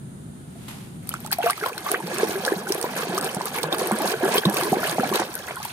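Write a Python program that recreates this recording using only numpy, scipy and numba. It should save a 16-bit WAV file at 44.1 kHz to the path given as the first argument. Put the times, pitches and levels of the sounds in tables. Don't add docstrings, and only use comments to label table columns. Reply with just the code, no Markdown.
import sys
import numpy as np
from scipy import signal
from scipy.fft import rfft, irfft, next_fast_len
from scipy.io import wavfile
from scipy.ndimage import uniform_filter1d
from numba import njit

SR = 44100
rng = np.random.default_rng(int(sys.argv[2]) if len(sys.argv) > 2 else 0)


def transcribe(signal):
    frames = np.atleast_2d(signal).T
    limited = np.clip(frames, -1, 1)
    pcm = np.round(limited * 32767).astype(np.int16)
    wavfile.write(sys.argv[1], SR, pcm)


N = 252516
TIME = np.arange(N) / SR
LEFT_LAG_S = 0.00011


def from_db(db):
    return 10 ** (np.asarray(db) / 20)


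def rms_one(x):
    return x / np.sqrt(np.mean(x ** 2) + 1e-20)


def in_time(rows):
    s, *columns = np.transpose(rows)
    return [from_db(np.interp(TIME, s, column)) for column in columns]


def at_hz(points, hz):
    known_hz, db = np.transpose(points)
    return from_db(np.interp(np.log(np.maximum(hz, 1)), np.log(known_hz), db))


def colour(x, spectrum):
    size = next_fast_len(x.shape[-1] + 2000)
    hz = np.fft.rfftfreq(size, 1 / SR) + 1
    lowest_hz, highest_hz = spectrum[0][0], spectrum[-1][0]
    skirts = np.minimum(1, np.minimum(hz / lowest_hz, highest_hz / hz)) ** 4
    return irfft(rfft(x, size) * at_hz(spectrum, hz) * skirts, size)[..., :x.shape[-1]]


def add(out, s, sound):
    i = int(np.clip(round(s * SR), 0, N - 1))
    out[:, i:i + sound.shape[-1]] += sound[:, :N - i]


def panned(left_db):
    return from_db(np.array([[.5], [-.5]]) * left_db)


def delayed(x, s):
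    return np.interp(TIME - s, TIME, x, left=0)


def evened(x, span_s):
    size = max(int(span_s * SR), 8)
    power = uniform_filter1d(uniform_filter1d(np.mean(x ** 2, axis=0), size), size)
    floor = 0.11 * np.mean(power)
    return x / np.sqrt(np.maximum(power, 0) + floor)


def resonance(x, hz, q):
    hz = np.clip(hz, 100, .4 * SR)
    return signal.lfilter(*signal.iirpeak(hz, max(q, 1), fs=SR), x + 1e-18)


@njit
def ring_bubbles(rows, size, rate):
    # start_s, pitch_hz, gain, t60_s (time to fade by 60 dB), rise, left_lag_s, left_gain
    out = np.zeros((2, size))
    for s, hz, gain, t60, rise, lag_s, left in rows:
        for channel in range(2):
            born = s + lag_s * (1 - channel)
            height = gain * (left if channel == 0 else 1 / left)
            for i in range(max(int(born * rate) + 1, 0), min(int((born + t60) * rate), size)):
                t = i / rate - born
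                swell = (1 - np.exp(-1.5 * hz * t)) * np.exp(-np.log(1000) * t / t60)
                out[channel, i] += height * swell * np.sin(2 * np.pi * hz * t * (1 + .5 * rise * t / t60))
    return out


def bubble_cloud(sizes, count, cycles, rise, spread_db, scatter_s, pan_db, even_s):
    when, size = rng.random((2, count))
    loud, life, climb, place, side = rng.normal(size=(5, count))
    lowest_hz, highest_hz = sizes[0][0], sizes[-1][0]
    hz = lowest_hz * (highest_hz / lowest_hz) ** size
    gain = at_hz(sizes, hz) * from_db(spread_db * loud)
    t60 = max(cycles, 2) / hz * 2 ** (.5 * life)
    lag_s = LEFT_LAG_S + scatter_s * place
    rows = [when * N / SR, hz, gain, t60, rise * (1 + climb), lag_s, from_db(.5 * pan_db * side)]
    return evened(ring_bubbles(np.column_stack(rows), N, SR), even_s)


def spatter(t60, tail_db, tail_t60, attack_s, direct_db):
    t = np.arange(1600) / SR
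    crack, fizz = from_db(-60 * t / t60), from_db(tail_db - 60 * t / tail_t60)
    shape = (crack + fizz) * (1 - np.exp(-t / attack_s))
    direct, *scattered = rng.standard_normal((3, len(t)))
    both_sides = np.array([np.roll(direct, round(LEFT_LAG_S * SR)), direct])
    burst = shape * (scattered + from_db(direct_db) * both_sides)
    return burst / np.sqrt(np.sum(burst ** 2, axis=1, keepdims=True))


# pitch_hz, side_minus_middle_db
BACKGROUND_SIDE = [(60, -6), (120, -17), (240, -9.5), (480, -2), (950, 3.5), (1890, 1), (3770, 1),
                   (7520, -1), (15000, -2)]


def background(spectrum):
    mid, side = colour(rng.standard_normal((2, N)), spectrum)
    return rms_one(mid + colour(side, BACKGROUND_SIDE) * [[1], [-1]])


# pitch_hz, relative_level_db
RUMBLE = [(15, -62), (25, -34), (48, -16), (135, 2), (241, -3), (320, -12.5), (368, -10.5), (410, -16),
          (484, -21.5), (854, -27.5), (1200, -38), (1560, -73), (2640, -120)]
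# time_s, change_db
RUMBLE_SWELL = [(0, 1.5), (.6, 1), (1.25, 2), (1.6, -9.5), (3, -8.5), (5.3, -6.5), (5.73, -4.5)]


def rumble():
    swell, = in_time(RUMBLE_SWELL)
    return from_db(-40.5) * swell * background(RUMBLE)


# pitch_hz, relative_level_db
HISS = [(410, -33), (700, -8), (1020, -6), (1180, -7), (1360, -2), (2490, -13), (3640, -10), (5690, -19),
        (6740, -11.5), (7690, -11), (9600, -1.5), (10400, -11), (15400, -27), (16000, -49)]


def hiss():
    return from_db(-53) * background(HISS)


# pitch_hz, relative_level_db
SWISH = [(500, 2), (850, 8), (1500, 1.5), (3000, 3.5), (6000, -5.5), (9000, -4.5), (12000, -1.5),
         (16000, -29)]
SWISH_SLIP_S, SWISH_DB, SWISH_RISE_DB_PER_S, SWISH_FALL_DB_PER_S = .682, -40, 67, 62
SWISH_RUB_DB, SWISH_ROUGH_DB, SWISH_GRAIN_S = -7, 1, 0.0062
SCUFF_DB, SCUFF_S = 5.5, 0.017


def swish():
    t = TIME - SWISH_SLIP_S
    rubbing_db = SWISH_RUB_DB + SWISH_RISE_DB_PER_S * t
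    slipping_db = SCUFF_DB * np.exp(-abs(t) / SCUFF_S) - SWISH_FALL_DB_PER_S * t
    level_db = SWISH_DB + np.where(t < 0, rubbing_db, slipping_db)
    grain = rms_one(uniform_filter1d(rng.standard_normal(N), max(int(SWISH_GRAIN_S * SR), 2)))
    rough_noise = from_db(SWISH_ROUGH_DB * grain) * rng.standard_normal((2, N))
    return from_db(level_db) * rms_one(colour(rough_noise, SWISH))


# start_s, pitch_hz, relative_level_db, t60_s (time to fade by 60 dB),
# rise (share by which the pitch climbs while it rings)
BUBBLES = [(.555, 675, -42, 0.12, .1), (1.108, 1250, -31, 0.028, 0.33), (1.116, 2950, -27, 0.025, .2),
           (1.1402, 1265, -9, 0.011, .2), (1.164, 1340, -33.5, 0.043, .4), (1.249, 816, -24.5, .035, 0.33),
           (1.263, 1210, -26.5, .025, 0.43), (1.279, 840, -29, .03, 0.19), (1.309, 1500, -22, .025, 0.37),
           (1.3277, 4460, -9, 0.011, 0.11), (1.3858, 694, -13, 0.075, 0.07),
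           (1.402, 710, -13.5, 0.038, 0.75), (1.416, 3190, -23, .014, .1), (1.427, 1440, -25, 0.064, .6),
           (1.4316, 2690, -16.5, .016, .1), (1.4386, 469, -13.5, 0.11, 0.068), (1.46, 1760, -17, .012, .2),
           (1.4606, 675, -9.5, 0.11, 0.22), (1.467, 1240, -10, 0.014, 0.18), (1.4724, 1480, -14, 0.018, .2),
           (1.474, 2720, -18, 0.013, .2), (1.481, 2320, -21, 0.012, .2), (1.483, 1130, -21, 0.023, .2),
           (1.4982, 1175, -7, 0.034, 0.066), (1.503, 3120, -30, 0.017, .1), (1.508, 1500, -17, 0.021, .4),
           (1.531, 2030, -18, 0.013, .3), (1.578, 1220, -21.5, 0.022, .2), (1.612, 1560, -22.5, 0.04, 0.22),
           (1.623, 404, -18.5, 0.092, 0.53), (1.629, 1480, -20, .02, 0.18),
           (1.636, 2050, -19.5, 0.023, 0.18), (1.6376, 1330, -14, 0.042, 0.21),
           (1.66, 992, -11.5, 0.035, 0.22), (1.663, 530, -17.5, 0.023, 0.18),
           (1.6655, 983, -12.5, 0.023, 0.17), (1.683, 900, -30, .025, .2), (1.701, 1060, -23, .025, .2),
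           (1.719, 430, -22, 0.043, 0.36), (1.731, 2400, -25, .02, 0.48), (1.7778, 1440, -20, 0.015, .1),
           (1.8632, 1094, -17.5, 0.054, 0.37), (1.88, 2010, -24, .018, .2), (1.889, 1170, -15, 0.027, 0.14),
           (1.915, 390, -12.5, 0.026, .2), (1.922, 646, -20, 0.046, 0.27), (1.9379, 430, -12, 0.041, 0.43),
           (1.9424, 1144, -10.5, 0.022, .3), (1.944, 1520, -5, 0.0098, 0.21),
           (1.948, 1860, -8.5, 0.0098, 0.17), (1.956, 680, -23, 0.064, .4),
           (2.003, 885, -19.5, 0.046, 0.18), (2.027, 1630, -27.5, .025, 0.28),
           (2.036, 173, -19.5, 0.13, .2), (2.181, 415, -17, 0.036, .2), (2.198, 1660, -16, 0.029, .1),
           (2.208, 1060, -22, 0.043, .3), (2.231, 425, -2.5, 0.041, 0.14), (2.294, 346, 5.5, 0.0047, 0.17),
           (2.354, 385, -19, 0.17, 0.18), (2.3555, 1590, -20.5, 0.023, 0.077),
           (2.462, 750, -12, 0.02, 0.25), (2.4725, 514, -14, 0.056, 0.21), (2.479, 1565, -8, 0.026, .3),
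           (2.5199, 395, 0.5, 0.019, 0.15), (2.5201, 770, -11, 0.0079, 0.15), (2.526, 1660, -21, 0.029, .1),
           (2.56, 178, -20.5, 0.16, 0.3), (2.669, 1370, -20, 0.041, 0.95), (2.7024, 358, -8.5, 0.034, 0.37),
           (2.7218, 3900, -19, .012, .2), (2.7515, 417, -6.5, 0.013, .2), (2.8412, 420, -1, .01, 0.17),
           (2.842, 925, -15, 0.03, 0.28), (3.091, 187, -17.5, 0.072, .2), (3.134, 361, -20.5, 0.13, .2),
           (3.1788, 1174, -9.5, 0.026, 0.23), (3.29, 2900, -21, 0.023, .2), (3.366, 175, -8, 0.033, 0.17),
           (3.367, 785, -14, 0.024, 0.27), (3.4098, 910, -7.5, 0.014, 0.23),
           (3.463, 1190, -18.5, 0.023, .3), (3.577, 870, -18, 0.024, 0.2), (3.586, 2200, -15, 0.016, .2),
           (3.636, 463, -16.5, 0.05, 0.14), (3.638, 153.7, -22.5, 0.3, 0.22),
           (3.6408, 895, -5, 0.0086, 0.25), (3.6848, 503, -13.5, 0.024, 0.23),
           (3.726, 3580, -12.5, 0.022, 0.1), (3.7258, 305, -15, 0.03, .2), (3.7455, 1130, -13.5, 0.017, .2),
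           (3.792, 420, -15, .025, .2), (3.812, 1030, -18, 0.033, 0.24), (3.815, 473, -10.5, 0.037, 0.23),
           (3.9119, 800, 3.5, 0.0069, 0.15), (3.9207, 208, -10, 0.098, 0.15),
           (3.953, 365, -10.5, 0.028, 0.48), (4.0033, 814, -15.5, 0.062, 0.24),
           (4.1363, 426, -19, 0.11, 0.24), (4.139, 1480, -16.5, 0.024, 0.24),
           (4.229, 260, -11.5, 0.059, 0.18), (4.2329, 370, -12, 0.15, 0.33), (4.236, 850, -23, 0.04, .3),
           (4.254, 1230, -21, 0.027, .3), (4.277, 1090, -22, 0.014, 0.33), (4.345, 960, -12.5, 0.027, 0.36),
           (4.354, 428, -5.5, 0.026, 0.16), (4.376, 365, -14.5, 0.046, 0.41),
           (4.381, 3190, -8, 0.028, 0.11), (4.4345, 1620, -14.5, 0.017, .1),
           (4.453, 3640, -5.5, 0.013, 0.29), (4.4528, 423, -5.5, 0.014, 0.22),
           (4.4555, 1025, -11, 0.023, 0.21), (4.457, 140, 3, 0.024, .2), (4.465, 184, -3.5, 0.095, 0.29),
           (4.509, 715, -13, 0.017, 0.42), (4.563, 1060, -20, 0.041, 0.38),
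           (4.61, 1100, -12.5, 0.018, 0.25), (4.653, 393, -16.5, 0.087, 0.31), (4.668, 945, -19, 0.03, .3),
           (4.7187, 398, -7, 0.036, 0.22), (4.7232, 199, -0.5, 0.028, 0.16),
           (4.7285, 732, -4.5, 0.034, 0.16), (4.7684, 333, 2.5, 0.0093, 0.25),
           (4.828, 675, -18.5, 0.052, 0.23), (4.832, 1380, -12.5, 0.017, 0.2),
           (4.841, 1720, -16, 0.024, .2), (4.871, 2930, -17.5, .025, .1), (4.895, 550, -11, 0.02, .2),
           (4.9831, 680, 2, 0.0096, 0.22), (4.9868, 456, 5, 0.0018, 0.18), (4.993, 218, 2, 0.017, 0.2),
           (5.0332, 740, -7.5, 0.035, 0.24), (5.0445, 2250, -16, 0.011, .1), (5.114, 372, -10, 0.04, 0.23),
           (5.125, 1060, -15, 0.035, 0.34), (5.157, 1060, -18, 0.027, 0.22),
           (5.16, 410, -10.5, 0.033, 0.26), (5.196, 800, -4, .0093, 0.22), (5.213, 510, -16, 0.033, 0.18),
           (5.2196, 870, -4, 0.008, 0.22), (5.292, 403, -26, 0.029, .2), (5.344, 1550, -33, 0.032, 0.34),
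           (5.367, 1405, -27.5, 0.038, 0.51), (5.398, 517, -29, .04, .4), (5.44, 1490, -33, .025, .3),
           (5.482, 1420, -28, 0.043, .3), (5.4859, 1940, -22, 0.022, 0.32), (5.5077, 650, -12.5, 0.013, .2),
           (5.509, 2040, -21, 0.013, 0.61), (5.566, 1330, -23.5, 0.051, 0.76),
           (5.57, 1020, -25, 0.071, 0.22), (5.6014, 800, -24, 0.041, 0.53), (5.617, 1110, -27, 0.028, 0.58),
           (5.653, 900, -17, 0.022, 0.16)]
SHED_DB, SHED_WITHIN_S, SHED_OCTAVES = -17, .026, 1.5


def plops(count=3):
    rows = []
    for s, hz, db, t60, rise in BUBBLES:
        rows.append((s, hz, from_db(db), max(t60, .004), rise, LEFT_LAG_S, 1))
        for late, small, place, side in rng.random((count, 4)):
            shed_s = s + SHED_WITHIN_S * late
            shed_hz = hz * 2 ** (SHED_OCTAVES * small)
            shed_t60 = min(20 / shed_hz, .04)
            gain = from_db(db + SHED_DB) * np.sqrt(min(abs(t60) / shed_t60, 1))
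            rows.append((shed_s, shed_hz, gain, shed_t60, rise, 2 * place * LEFT_LAG_S, 2 ** (side - .5)))
    return ring_bubbles(np.array(rows, float), N, SR)


SETTLE_S, SETTLE_SHARE = 0.61, 0.082


def settling(gain):
    r = np.exp(-1 / (SETTLE_S * SR))
    falling_power = signal.lfilter([1 - r], [1, -r], gain ** 2)
    return np.sqrt(gain ** 2 + abs(SETTLE_SHARE) * falling_power)


# start_s, length_s, gurgle_db, spray_db (both relative)
STROKES = [(1.08, 0.089, -65, -49.5), (1.321, 0.0081, -31, -24), (1.413, 0.1, -31, -34.5),
           (1.6, 0.095, -34.5, -38.5), (1.839, 0.1, -34.5, -37), (2.134, 0.062, -57, -36.5),
           (2.186, 0.065, -31, -36.5), (2.258, 0.088, -51, -37.5), (2.427, 0.1, -33.5, -40),
           (2.676, 0.044, -50, -38), (2.833, 0.036, -43, -44), (2.939, 0.098, -34.5, -34.5),
           (3.117, 0.067, -35, -39), (3.213, 0.064, -31.5, -36.5), (3.451, 0.036, -38, -37),
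           (3.534, .059, -32, -34.5), (3.716, 0.027, -28.5, -35), (3.783, 0.012, -43, -31.5),
           (3.785, 0.086, -38, -36.5), (4.006, 0.051, -28, -47), (4.041, 0.086, -35.5, -30),
           (4.21, 0.084, -25.5, -36), (4.299, 0.1, -27.5, -28), (4.543, 0.11, -33, -31.5),
           (4.821, .11, -33, -31.5), (5.024, 0.05, -31.5, -41), (5.131, 0.043, -27, -29.5),
           (5.19, 0.027, -32, -36), (5.464, 0.059, -38.5, -41.5), (5.605, 0.12, -62, -40.5)]
STROKE_RELEASE_S = 0.0088
GURGLE_BUILD, SPRAY_BUILD = 0.22, 0.27


def strokes():
    gurgle_gain, spray_gain = np.zeros((2, N))
    for start, length, gurgle_db, spray_db in STROKES:
        progress = (TIME - start) / length
        release = np.exp(-np.maximum(TIME - start - length, 0) / STROKE_RELEASE_S)
        gurgle_gain += from_db(gurgle_db) * np.clip(progress / GURGLE_BUILD, 0, 1) * release
        spray_gain += from_db(spray_db) * np.clip(progress / SPRAY_BUILD, 0, 1) * release
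    return settling(gurgle_gain), settling(spray_gain)


# middle_s, half_length_s,
# gurgle_change_db, spray_change_db
DIPS_AND_SWELLS = [(1.29, .015, -1, -7), (1.574, 0.018, -1, 6.5), (1.758, 0.029, 1.5, -4),
                   (2.032, 0.049, -7.5, -3), (2.643, 0.036, -1, -5), (2.787, 0.015, 0, 1.5),
                   (3.207, 0.011, 0, -17), (3.38, 0.012, 2, -5.5), (3.696, 0.018, 3, -15),
                   (4.178, 0.016, -3, -3.5), (4.404, 0.0092, -11, -9), (4.483, 0.02, 4.5, -3.5),
                   (4.717, 0.025, -6, 4), (4.976, 0.014, -12, -0.5), (5.26, 0.015, -5, 2)]


def dips_and_swells():
    change_db = np.zeros((2, N))
    for s, half, *changes_db in DIPS_AND_SWELLS:
        change_db += np.outer(changes_db, np.exp(-((TIME - s) / half) ** 2))
    return from_db(change_db)


# time_s, relative_level_db
AGITATION = [(.98, -100), (1.03, -59), (1.1, -51.5), (1.3, -50), (1.5, -49), (1.8, -42), (2.1, -34.5),
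             (2.65, -37), (3.2, -34), (3.5, -39), (3.68, -35.5), (3.95, -31), (4.42, -36.5), (4.55, -31.5),
             (4.95, -35), (5.2, -31), (5.3, -43.5), (5.72, -53.5)]
FULL_SWING_DB = -36.5
FOAM_DB, FOAM_FOLLOWS = -40.5, 0.66
GULP_DB, GULP_FOLLOWS, GULP_STROKE_DB = -35.5, 1.19, -3


def stirring():
    heave, = in_time(AGITATION)
    swing = heave / from_db(FULL_SWING_DB)
    pushed, thrown = strokes()
    gurgle_change, spray_change = dips_and_swells()
    stroke_gulp = from_db(GULP_STROKE_DB) * pushed * np.minimum(swing, 1)
    gulp_gain = np.hypot(from_db(GULP_DB) * swing ** GULP_FOLLOWS, stroke_gulp)
    gurgle_gain = gurgle_change * np.hypot(heave, pushed)
    spray_gain = spray_change * np.hypot(from_db(FOAM_DB) * swing ** FOAM_FOLLOWS, thrown)
    return gulp_gain, gurgle_gain, spray_gain


# pitch_hz, relative_level_db
GULP_SIZES = [(130, -16.5), (180, -4), (260, -9), (400, 6.5), (600, -2.5)]


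def gulps():
    return bubble_cloud(GULP_SIZES, count=900, cycles=20.5, rise=0.268, spread_db=4.5,
                        scatter_s=.00008, pan_db=-1.0, even_s=0.025)


# pitch_hz, relative_level_db
GURGLE_SIZES = [(550, -1), (780, 7.5), (1100, 4.5), (1400, 0.5), (1650, 5), (2000, -9.5), (3200, -6)]


def gurgle():
    return bubble_cloud(GURGLE_SIZES, count=4000, cycles=28, rise=.27, spread_db=3.7,
                        scatter_s=.00012, pan_db=3, even_s=.04)


# pitch_hz, relative_level_db
FIZZ_SIZES = [(2000, 0), (3500, 1), (7000, 3), (14000, 13)]
# pitch_hz, relative_level_db
SPRAY = [(900, 17), (2200, 6), (3200, 1), (4600, 1), (6300, -3), (7200, -5), (8800, 0.5), (10300, -3.5),
         (11800, 3), (13000, -12), (15000, -1.5), (16500, -21)]


def spray(fizz_db, even_s):
    fizz = bubble_cloud(FIZZ_SIZES, count=3200, cycles=42, rise=.06, spread_db=4.5,
                        scatter_s=.00016, pan_db=5, even_s=.06)
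    mist = from_db(-11) * rng.standard_normal((2, N))
    out = crackle(per_s=1300, spread_db=2.0, q=5.8, pan_db=3) + from_db(fizz_db) * fizz + mist
    return evened(colour(out, SPRAY), even_s)


def crackle(per_s, spread_db, q, pan_db, count=9):
    landings = rng.random(N) < per_s / SR
    heights = from_db(spread_db * np.minimum(rng.exponential(1, N), 5))
    drops = landings * heights * rng.choice([-1, 1], N)
    spot, out = rng.integers(0, count, N), 0
    for k, hz in enumerate(np.geomspace(2200, 13000, count)):
        burst = spatter(t60=.007, tail_db=-8, tail_t60=.03, attack_s=.0006, direct_db=-12)
        splat = resonance(burst, hz, q)
        heard = signal.oaconvolve([drops * (spot == k)], splat, axes=1)[:, :N]
        out = out + panned(pan_db * (k % 3 - 1)) * heard
    return rms_one(out)


PATCH_EDGES_HZ = [2000, 3200, 4800, 7200, 9200, 11000, 12400]


def patchy(x, patch_db, patch_s):
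    size = max(int(patch_s * SR), 8)
    below = [signal.sosfiltfilt(signal.butter(3, hz, fs=SR, output="sos"), x) for hz in PATCH_EDGES_HZ]
    below.append(x)
    out = below[0]
    for low, high in zip(below, below[1:]):
        bunches = rms_one(uniform_filter1d(uniform_filter1d(rng.standard_normal(N), size), size))
        out = out + (high - low) * rms_one(from_db(patch_db * np.minimum(bunches, 2)))
    return out


# pitch_hz, relative_level_db
PLINK_SIZES = [(750, -2.5), (1400, 2.5), (2300, -2), (3400, -2), (4500, 0), (6500, -17)]


def plinks(level_db):
    drops = bubble_cloud(PLINK_SIZES, count=1800, cycles=30, rise=.06, spread_db=3.5,
                         scatter_s=.00021, pan_db=6, even_s=.05)
    return from_db(level_db) * drops


# start_s, relative_level_db, left_minus_right_db,
# pitch_hz (strongest)
SLAPS = [(1.0724, -35, 8, 9900.0), (1.0912, -18.0, 2, 10600), (1.139, -25.0, 1, 7400.0),
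         (1.2038, -39.5, 12, 11200.0), (1.245, -36.5, -10, 3500.0), (1.2621, -26.5, -2, 8140),
         (1.2724, -33.0, 3, 3000.0), (1.3151, -18.0, 5, 12300), (1.3281, -12.5, 3, 12200.0),
         (1.385, -25, 2, 12200.0), (1.4591, -22, -1, 3100.0), (1.488, -30, -1, 7700.0),
         (1.498, -17, -4, 3100.0), (1.5068, -15.5, -2, 9000), (1.5306, -31, -1, 2700.0),
         (1.5989, -30, 1, 4700.0), (1.6605, -22, 9, 3170), (1.6856, -26.5, 4, 12200.0),
         (1.7788, -23.5, 9.5, 3800.0), (1.805, -35.5, 8, 10300.0), (1.9155, -11.5, -2, 11800),
         (2.0702, -27.5, 1, 4000.0), (2.0837, -40, -8, 8000.0), (2.145, -32, 11, 12200.0),
         (2.1834, -21, -2, 7400.0), (2.3085, -25.5, -6, 3500.0), (2.4494, -16, -1, 3870),
         (2.4629, -21, 6, 6500.0), (2.6796, -31.0, -4, 9500.0), (2.6907, -26.5, 5, 12200.0),
         (2.7214, -13.5, 2, 5700), (2.7466, -21, -2, 11200.0), (2.813, -21, -3, 9600),
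         (2.8267, -22.5, -10, 6760), (3.1778, -19, -2, 6300.0), (3.1846, -22, 11, 6500.0),
         (3.211, -21.5, 3, 8400.0), (3.2248, -29.5, 9, 3000.0), (3.244, -21.0, -2, 9500.0),
         (3.25, -28, 2, 8400.0), (3.3466, -21.5, -1, 8700.0), (3.416, -27.5, -7, 4300.0),
         (3.4557, -19.5, -1, 11200.0), (3.5838, -25, 5, 2600.0), (3.6305, -15.5, -5.5, 3670),
         (3.7262, -19, 5, 3500.0), (3.7454, -23, -6, 3100.0), (3.783, -23, 0, 8700.0),
         (3.8202, -28, -5, 8050), (3.8727, -22, 1, 12200.0), (3.9164, -24.5, -7, 8700.0),
         (3.9865, -26.5, -7, 8900), (4.0189, -22.5, 2, 12200.0), (4.075, -21, -3, 4500.0),
         (4.117, -20.5, -8, 3100.0), (4.3195, -26, -4, 4100.0), (4.341, -18, -4, 8000.0),
         (4.38, -13, 0, 3220), (4.454, -18.5, -1, 3600.0), (4.4974, -21, -4, 12300),
         (4.5306, -31.5, 0, 12200.0), (4.5428, -22, 9, 11700.0), (4.5679, -12.5, -2, 2580),
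         (4.61, -21, -2, 2800.0), (4.6327, -20.5, -7, 4000.0), (4.8945, -21.5, -9, 3800.0),
         (5.075, -30, 2, 7400.0), (5.0908, -25.0, 10, 3100.0), (5.1379, -20.5, 4, 7400.0),
         (5.1563, -13.5, 4, 3700), (5.1985, -20, -2, 7050), (5.3403, -27.5, 0, 7700.0),
         (5.353, -21, 0, 11700.0), (5.3898, -31, 7, 6500.0), (5.4683, -33, 5, 6800.0),
         (5.5572, -28.5, 1, 10400), (5.629, -25.5, 6, 6300.0), (5.65, -23, 6, 12200.0)]
# pitch_hz, relative_level_db
SLAP = [(300, -21), (1400, 9), (3000, 3.5), (5000, 9.5), (7200, -0.5), (8800, 11), (10300, 3.5),
        (11800, 13), (14000, -12), (16500, -1.5)]
SLAP_T60_S, SLAP_RING_LAW, SLAP_REFERENCE_HZ = 0.0082, 1, 8000


def slaps(level_db, q, wide_db):
    out = np.zeros((2, N))
    for s, db, left_db, hz in SLAPS:
        t60 = SLAP_T60_S * (SLAP_REFERENCE_HZ / hz) ** SLAP_RING_LAW
        burst = spatter(t60=t60, tail_db=-24, tail_t60=.03, attack_s=.0008, direct_db=2)
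        burst = resonance(burst, hz, q) + from_db(wide_db) * burst
        burst = burst / np.sqrt(np.sum(burst ** 2))
        add(out, s, from_db(db + level_db) * panned(left_db) * burst)
    return colour(out, SLAP)


# pitch_hz, relative_level_db
WASH = [(300, -5), (450, 13), (800, 2), (1200, -2), (1700, 12.5), (2100, -27), (3200, 0), (5000, -22)]


def wash(rough_db, clump_s):
    foam, lumps = rng.standard_normal((2, N))
    clumps = rms_one(uniform_filter1d(lumps, max(int(clump_s * SR), 2)))
    sides = np.array([delayed(foam, LEFT_LAG_S), foam])
    return rms_one(colour(sides * from_db(rough_db * clumps), WASH))


# pitch_hz, relative_level_db
TRICKLE_SIZES = [(650, -12), (1000, 3), (1500, 15), (2000, -2), (2800, 10), (4500, 7), (8000, -4)]
TRICKLE_START_S, TRICKLE_ATTACK_S, TRICKLE_DB = 5.24, 0.13, -44


def trickle():
    running = np.clip((TIME - TRICKLE_START_S) / TRICKLE_ATTACK_S, 0, 1)
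    drips = bubble_cloud(TRICKLE_SIZES, count=2000, cycles=38, rise=.3, spread_db=3.5,
                         scatter_s=.00015, pan_db=4, even_s=.08)
    return from_db(TRICKLE_DB) * running * drips


def deepest_cut(x, low_hz):
    return signal.sosfilt(signal.butter(3, low_hz, "high", fs=SR, output="sos"), x)


# left_delay_s, right_delay_s, level_db
ECHOES = [(.0029, 0.0027, -17), (.0052, .0061, -24.5)]


def surroundings(x, room_db, room_t60):
    near = 0
    for left_s, right_s, db in ECHOES:
        near = near + from_db(db) * np.array([delayed(x[0], left_s), delayed(x[1], right_s)])
    t = TIME[:SR // 2]
    tail = rng.standard_normal((2, len(t))) * from_db(-60 * t / room_t60) * (t > .006)
    tail /= np.sqrt(np.sum(tail ** 2) / 2)
    return x + near + from_db(room_db) * signal.oaconvolve(x, tail, axes=1)[:, :N]


FOAM_START_S, FOAM_BUILD_S = 1.19, 0.55


def scene():
    gulp_gain, gurgle_gain, spray_gain = stirring()
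    foamy = np.clip((TIME - FOAM_START_S) / FOAM_BUILD_S, 0, 1)
    churn = from_db(-1) * gurgle() + from_db(-5) * foamy * wash(rough_db=4.0, clump_s=0.0037)
    bubbling = gulp_gain * gulps() + gurgle_gain * churn + from_db(-0.5) * plops() + trickle()
    thrown = patchy(spray(fizz_db=-8.5, even_s=0.035), patch_db=3.5, patch_s=0.02)
    falling = np.sqrt(spray_gain * gurgle_gain) * plinks(level_db=-6.5)
    droplets = from_db(2.38) * spray_gain * thrown + falling
    water = deepest_cut(bubbling, low_hz=123) + droplets + slaps(level_db=14.5, q=4.0, wide_db=-11.0)
    wet = surroundings(water * panned(-1.1), room_db=-14.5, room_t60=0.058)
    return wet + swish() + rumble() + hiss()


# pitch_hz, left_minus_right_db
PORTS = [(20, 4), (190, 0), (350, -0.5), (750, 0.4), (2700, -0.1), (4200, 1), (6400, -7), (9800, -3),
         (14000, 14), (20000, -77)]


def record(dry):
    heard = []
    for x, side in zip(dry, (.5, -.5)):
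        heard.append(colour(x, [(hz, side * db) for hz, db in PORTS]))
    heard = np.array(heard)
    rounded = heard / (1 + (heard / .6) ** 4) ** .25
    return signal.sosfilt(signal.ellip(10, .1, 80, 15800, fs=SR, output="sos"), rounded)


dry = scene()
out = record(dry)
transcribe(out)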